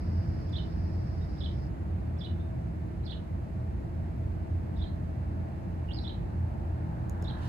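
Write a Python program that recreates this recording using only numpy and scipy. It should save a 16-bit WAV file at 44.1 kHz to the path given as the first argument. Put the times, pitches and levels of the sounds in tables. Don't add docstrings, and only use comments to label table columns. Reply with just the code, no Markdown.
import sys
import numpy as np
from scipy import signal
from scipy.fft import rfft, irfft, next_fast_len
from scipy.io import wavfile
from scipy.ndimage import uniform_filter1d

SR = 44100
rng = np.random.default_rng(int(sys.argv[2]) if len(sys.argv) > 2 else 0)


def to_wav(sig):
    pcm = np.clip(np.atleast_2d(sig), -1, 1) * 32767
    pcm = np.round(pcm).astype(np.int16)
    wavfile.write(sys.argv[1], SR, pcm.T)


N = 329868


def from_db(db):
    return 10 ** (np.asarray(db) / 20)


def rms_one(x):
    return x / np.sqrt(np.mean(x ** 2) + 1e-20)


def in_time(rows):
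    t_s, level_db = np.transpose(rows)
    return from_db(np.interp(np.arange(N) / SR, t_s, level_db))


def at_hz(points, hz):
    f, value = np.transpose(points)
    return np.interp(np.log(hz + 1), np.log(f + 1), value)


def resonance(x, hz, width_hz):
    r = np.exp(-np.pi * width_hz / SR)
    poles = [1, -2 * r * np.cos(2 * np.pi * hz / SR), r * r]
    return signal.lfilter([(1 - r * r) / 2, 0, (r * r - 1) / 2], poles, x)


def shaky(size):
    smooth = uniform_filter1d(rng.standard_normal(N), size)
    return rms_one(uniform_filter1d(smooth, size))


# f/Hz, share (0-1)
SHARED_POWER = [(60, 0.96), (120, 0.96), (230, 0.78), (400, 0.15), (900, 0.53), (2000, 0.21), (5000, 0.39),
                (8000, 0.8), (13000, 0)]
# f/Hz, phase/rad
LEFT_LEAD = [(100, 0), (340, 0.67), (600, 1.7), (950, 2.5), (1460, 3.5), (2070, 6.5), (2840, 5.5),
             (3300, 4), (4200, 6), (6000, 1.5), (12000, 2)]
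# f/Hz, level/dB
LEFT_TILT = [(60, -3), (100, -0.5), (160, -2), (260, 8), (420, -2.5), (900, 2.5), (1800, -6.5),
             (2920, -6.5), (4740, -2.5), (8000, -0.5)]


def diffuse_pair():
    size = next_fast_len(N)
    hz = np.arange(size // 2 + 1) * SR / size
    shared, left, right = rfft(rng.standard_normal((3, size)))
    alike = at_hz(SHARED_POWER, hz)
    side = np.array([[.5], [-.5]])
    common = np.sqrt(alike) * shared * np.exp(1j * side * at_hz(LEFT_LEAD, hz))
    own = np.sqrt(1 - alike) * np.array([left, right])
    return hz, (common + own) * from_db(side * at_hz(LEFT_TILT, hz))


def plain_noise():
    return irfft(diffuse_pair()[1])[:, :N]


def coloured(spectrum):
    hz, pair = diffuse_pair()
    return rms_one(irfft(pair * from_db(at_hz(spectrum, hz)))[:, :N])


# f/Hz, density/dB per Hz
RUMBLE_SPECTRUM = [(15, -49), (25, -14.5), (45, -12.5), (62, -1), (75, -6.5), (100, -9.5), (140, -12),
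                   (200, -13), (255, -21), (330, -20), (381, -25), (498, -29.5), (651, -28), (1000, -35.5),
                   (1110, -37.5), (1780, -42.5), (2600, -50), (3200, -57.5), (5190, -62), (7000, -95)]
RUMBLE_DB = -36


def rumble():
    return from_db(RUMBLE_DB) * coloured(RUMBLE_SPECTRUM)


# f/Hz, width of each of two passes/Hz, level before swell/dB
DRONE_BANDS = [(85.78, 10.5, -38), (119.96, 12.5, -42.5), (167.9, 10.5, -46.5), (309.9, 23, -53),
               (337.5, 10.5, -54), (648, 17, -59.5)]
MOTOR_MEAN_HZ, MOTOR_DB = 84.17, -40.5


def drone():
    air = plain_noise()
    bands = 0
    for hz, width_hz, level_db in DRONE_BANDS:
        narrow = resonance(resonance(air, hz, width_hz), hz, width_hz)
        bands = bands + from_db(level_db) * rms_one(narrow)
    turning_hz = MOTOR_MEAN_HZ * (1 + 0.01586 * shaky(size=6000))
    core = np.sqrt(2) * np.sin(2 * np.pi * np.cumsum(turning_hz) / SR)
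    return bands + from_db(MOTOR_DB) * core


# t/s, level/dB
TOWN_LEVEL = [(0, 1.5), (1.2, .5), (3.2, -1), (5.5, 0), (7.48, -.5)]


def town():
    return in_time(TOWN_LEVEL) * (rumble() + drone())


def passing(vehicles):
    t = np.arange(N) / SR
    power = sum(from_db(db) ** 2 / (1 + ((t - near_s) / reach_s) ** 2) for near_s, db, reach_s in vehicles)
    return np.sqrt(power)


# f/Hz, density/dB per Hz
CAR_SPECTRUM = [(400, -29.5), (700, 0), (1000, 7), (1200, 0), (1650, 1), (2200, -16), (3500, -29),
                (6000, -36.5)]
LORRY_SPECTRUM = [(300, -35), (450, 0.5), (650, 7), (900, 8), (1050, -9.5), (1500, -44.5)]
# t when nearest/s, level then/dB, time to cover the nearest distance/s
CAR_PASSES = [(.45, -64, 1), (4.8, -67.5, 0.25), (6.55, -66.5, .25), (7.55, -48, 0.19)]
LORRY_PASSES = [(2.0, -62.5, 0.8), (7.2, -51.5, 1.37)]


def traffic():
    cars = passing(CAR_PASSES) * coloured(CAR_SPECTRUM)
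    lorries = passing(LORRY_PASSES) * coloured(LORRY_SPECTRUM)
    return cars + lorries


# f/Hz, density/dB per Hz
HISS_SPECTRUM = [(2000, -9), (4000, -1.5), (6000, -3), (9000, -4), (10500, -8), (13500, -7), (15000, -16)]
HISS_DB = -73.5


def hiss():
    return from_db(HISS_DB) * coloured(HISS_SPECTRUM)


# f/Hz, width of first pass/Hz, relative level/dB
WING_BANDS = [(4370, 170, -10), (4810, 140, -6), (5020, 320, -5), (5260, 250, -9)]
THROB_MEAN_HZ, THROB_DEPTH = 19, 0.14
BUZZ_START_DB, BUZZ_SAG_DB_PER_S = -65.5, 1
BUZZ_STOP_S, BUZZ_FADE_DB_PER_S = 1.665, 480


def insect():
    rate_hz = THROB_MEAN_HZ * (1 + .15 * shaky(size=5000))
    throb = 1 + THROB_DEPTH * np.sin(2 * np.pi * np.cumsum(rate_hz) / SR)
    rasp = plain_noise() * throb
    bands = 0
    for hz, width_hz, level_db in WING_BANDS:
        narrow = resonance(rasp, hz, width_hz)
        bands = bands + from_db(level_db) * resonance(narrow, hz, 3.0 * width_hz)
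    t = np.arange(N) / SR
    fade_db = BUZZ_FADE_DB_PER_S * np.clip(t - BUZZ_STOP_S, 0, 1)
    level_db = BUZZ_START_DB - BUZZ_SAG_DB_PER_S * t - fade_db
    return from_db(level_db) * rms_one(bands)


CENTRE_HZ = 3500


def silent_voice():
    return np.array([np.full(N, float(CENTRE_HZ)), np.zeros(N)])


def add(voice, t_s, hz, db):
    at = np.arange(round(t_s[0] * SR), round(t_s[-1] * SR))
    voice[0, at] = np.interp(at / SR, t_s, hz)
    voice[1, at] = from_db(np.interp(at / SR, t_s, db))


FLUTTER_DB, WOBBLE_HZ = 2.5, 55


def sung(voice, haze, shake):
    pitch_hz, gain = uniform_filter1d(voice, size=40)
    pitch_hz = pitch_hz + shake * WOBBLE_HZ * shaky(size=50)
    flutter = from_db(shake * FLUTTER_DB * shaky(size=60))
    unsteady = flutter + haze * shaky(size=32)
    return gain * unsteady * np.sin(2 * np.pi * np.cumsum(pitch_hz) / SR)


def breath(t_s, puffs):
    peak_s, rise_s, fall_s, db = np.transpose(puffs)[:, :, None]
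    slope_s = np.where(t_s < peak_s, rise_s, fall_s)
    return np.max(db - 10 * ((t_s - peak_s) / slope_s) ** 2, axis=0)


# t/s, level/dB, pitch factor, swing factor, length factor, lead-in start f/Hz, lead-in end f/Hz,
#   lead-in level/dB, scoop level/dB, drop level/dB, lead-in peak t/s before stretch
CHIP_ROWS = [(.561, -37, 1.004, 1.03, 1.01, 5000, 4850, -25, -2.5, 0, -.046),
             (1.439, -39.5, 1.01, 1.053, 0.99, 5100, 4900, -16, 2.5, 1, -0.05),
             (2.24, -40.5, 0.99, 1.07, 1.0, 5450, 4750, -14.5, 3, 1, -.041),
             (3.101, -40.5, 0.99, 1.13, 0.99, 5350, 4400, -4.5, -1.5, 3, -0.034),
             (4.819, -43, 1.02, 0.776, 0.95, 5450, 4920, -17, -2.5, -3, -0.038),
             (6.073, -39, 1.004, 0.98, 1, 5450, 5240, -24, 2, -2.5, -.047),
             (7.278, -40.5, 1.035, 0.86, 0.99, 5460, 5230, -20, -1, -2, -.046)]
# t/s, f/Hz
UPBEAT_TURNS = [(-.076, 3200), (-.058, 3750)]
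MAIN_TURNS = [(-.033, 3950), (-.029, 3480), (-.022, 3450), (-.014, 3720), (-.009, 3150), (.007, 3900),
              (.014, 4180), (.019, 3700), (.023, 3080), (.044, 2850)]
# start t/s, end t/s
LEAD_IN_SPAN_S = (-.055, -.037)
# peak t/s, rise for 10 dB/s, fall for 10 dB/s, level/dB
BREATH_PUFFS = [(-.064, .011, .004, -25), (0, .014, .005, 0), (-.021, .013, .008, -4),
                (.001, .009, .018, 0), (.024, .010, .008, -3)]
# t/s, length/s, start f/Hz, end f/Hz, level/dB
FAINT_NOTES = [(1.207, .03, 3650, 3840, -60), (2.395, .022, 3520, 3740, -58),
               (3.032, .016, 3900, 4310, -59), (4.761, 0.015, 3930, 3540, -54),
               (4.855, 0.035, 4150, 4100, -54)]
CHIP_HAZE_DB = -11.5


def caller():
    voice = silent_voice()
    up_s, up_hz = np.transpose(UPBEAT_TURNS)
    turn_s, turn_hz = np.transpose(MAIN_TURNS)
    t_s = np.linspace(up_s[0], turn_s[-1], num=120)
    for (at_s, level_db, pitch, swing, length, start_hz, end_hz,
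         lead_db, scoop_db, drop_db, lead_s) in CHIP_ROWS:
        up = pitch * (CENTRE_HZ + swing * (up_hz - CENTRE_HZ))
        turns = pitch * (CENTRE_HZ + swing * (turn_hz - CENTRE_HZ))
        glide_hz = np.interp(t_s, [*up_s, *LEAD_IN_SPAN_S, *turn_s], [*up, start_hz, end_hz, *turns])
        puffs = np.array(BREATH_PUFFS, dtype=float)
        puffs[:, 3] += [0, lead_db, scoop_db, 0, drop_db]
        puffs[1, 0] = lead_s
        add(voice, at_s + length * t_s, glide_hz, level_db + breath(t_s, puffs))
    part = np.array([0, .25, .75, 1])
    for at_s, length_s, start_hz, end_hz, note_db in FAINT_NOTES:
        glide_hz = start_hz + (end_hz - start_hz) * part
        add(voice, at_s + length_s * part, glide_hz, note_db + np.array([-9, -2.0, -1, -2]))
    return sung(voice, from_db(CHIP_HAZE_DB), shake=1)


def delayed(x, lag_s):
    return np.interp(np.arange(N) - lag_s * SR, np.arange(N), x)


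# delay t/s, level/dB
WALL_ECHOES = [(.0035, -12), (.0095, -13), (.037, -20), (.051, -17.5)]
# f/Hz points; level/dB there, one row each for left scatter, right scatter, wall echoes
ASIDE_POINTS_HZ = [2900, 4100, 5200]
ASIDE_COLOURS_DB = [(-3, 1.5, 6), (1, -1.5, 5), (1.5, -1, -2)]
SCATTER_DB, SCATTER_T60_S, LEFT_SCATTER_DB = -3.5, 0.38, -8
YARD_S, BEYOND_DB = 0.079, -4
LEFT_DB, LEFT_LAG_S = -14, .00032


def yard(x, echo_db):
    hz = np.arange(N // 2 + 1) * SR / N
    colours_db = [np.interp(hz, ASIDE_POINTS_HZ, db) for db in ASIDE_COLOURS_DB]
    aside = irfft(rfft(x) * from_db(colours_db), N)
    t = np.arange(SR // 2) / SR
    beyond_db = BEYOND_DB * np.clip((t - YARD_S) / .01, 0, 1)
    tail = rng.standard_normal((2, len(t))) * from_db(-60 * t / SCATTER_T60_S + beyond_db)
    tail /= np.sqrt(np.sum(tail ** 2, axis=1, keepdims=True))
    scatter = from_db(SCATTER_DB + echo_db) * signal.fftconvolve(aside[:2], tail, axes=1)[:, :N]
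    echoes = sum(from_db(db + echo_db) * delayed(aside[2], lag_s) for lag_s, db in WALL_ECHOES)
    left = from_db(LEFT_DB) * (delayed(aside[0], LEFT_LAG_S) + echoes)
    return np.array([left, x + echoes]) + scatter * from_db([[LEFT_SCATTER_DB], [0]])


def struck(events, modes):
    clicks = np.full((2, N), 1e-18)
    for t_s, db, pan_db in events:
        clicks[:, round(t_s * SR)] = from_db(db + np.array([.5, -.5]) * pan_db)
    out = 0
    for hz, db, t60_s in modes:
        r, w = from_db(-60 / (t60_s * SR)), 2 * np.pi * hz / SR
        ring = signal.lfilter([0, np.sin(w)], [1, -2 * r * np.cos(w), r * r], clicks)
        out = out + from_db(db) * ring
    return out


TICK_CUT_HZ, CLOSE_TAIL_DB, CLOSE_TAIL_T60_S = 4200, -34, .12


def close_surfaces(x):
    t = np.arange(SR // 8) / SR
    decay = from_db(CLOSE_TAIL_DB - 60 * t / CLOSE_TAIL_T60_S)
    tail = rng.standard_normal((2, len(t))) * decay * (t > .004)
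    thin = signal.sosfilt(signal.butter(2, TICK_CUT_HZ, "high", fs=SR, output="sos"), x)
    return thin + resonance(signal.fftconvolve(thin, tail, axes=1)[:, :N], 7500, 4000)


# t/s, click level/dB, left minus right/dB
TICK_EVENTS = [(.4975, -57, -2), (7.0969, -38, -3.5), (7.2245, -44, -3), (7.2425, -52, -3)]
# f/Hz, level/dB, t60/s
TICK_RINGS = [(6900, -1, .005), (8900, -5, .004), (11800, -12, .003), (14000, -10, .003)]


def ticks():
    return close_surfaces(struck(TICK_EVENTS, TICK_RINGS))


# t/s, f/Hz, level/dB
WHISTLE_GLIDE = [(5.877, 2880, -68), (5.888, 2850, -53), (5.901, 2720, -53), (5.909, 2950, -45),
                 (5.921, 3500, -43), (5.927, 4200, -56), (5.936, 4650, -47), (5.952, 4830, -48),
                 (5.968, 4620, -46), (5.974, 4400, -50), (5.981, 4150, -44), (5.990, 3950, -43),
                 (5.998, 3800, -56), (6.006, 3850, -72)]
WHISTLE_HAZE_DB, WHISTLE_SHAKE, WHISTLE_ECHO_DB = -18, 1.7, -1.5


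def whistler():
    voice = silent_voice()
    add(voice, *np.transpose(WHISTLE_GLIDE))
    return sung(voice, from_db(WHISTLE_HAZE_DB), WHISTLE_SHAKE)


# f/Hz, density/dB per Hz
RUSTLE_SPECTRUM = [(1500, -18.5), (2800, 1.5), (4000, -2.5), (6000, -10.5), (10000, -16.5), (15000, -29)]
# t/s, level/dB
RUSTLE_CURVE = [(7.15, -110), (7.25, -72), (7.35, -70), (7.43, -60), (7.48, -56)]


def rustle():
    return in_time(RUSTLE_CURVE) * from_db(2 * shaky(size=300)) * coloured(RUSTLE_SPECTRUM)


# t/s, click level/dB, left minus right/dB
TAP_EVENTS = [(7.2275, -34, -8), (7.3115, -33, -6)]
# f/Hz, level/dB, t60/s
TAP_RINGS = [(420, -1, .014), (800, -6, .008), (1500, -12, .005)]


def taps():
    return struck(TAP_EVENTS, TAP_RINGS)


def scene():
    background = town() + traffic() + hiss() + insect()
    calls = yard(caller(), 0) + yard(whistler(), WHISTLE_ECHO_DB)
    near = ticks() + rustle() + taps()
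    return background + calls + near


CUTOFF_HZ = 15800


def record(dry):
    thin = signal.sosfilt(signal.butter(4, 33, "high", fs=SR, output="sos"), dry)
    return signal.sosfilt(signal.cheby2(10, 40, CUTOFF_HZ, fs=SR, output="sos"), thin)


dry = scene()
out = record(dry)
to_wav(out)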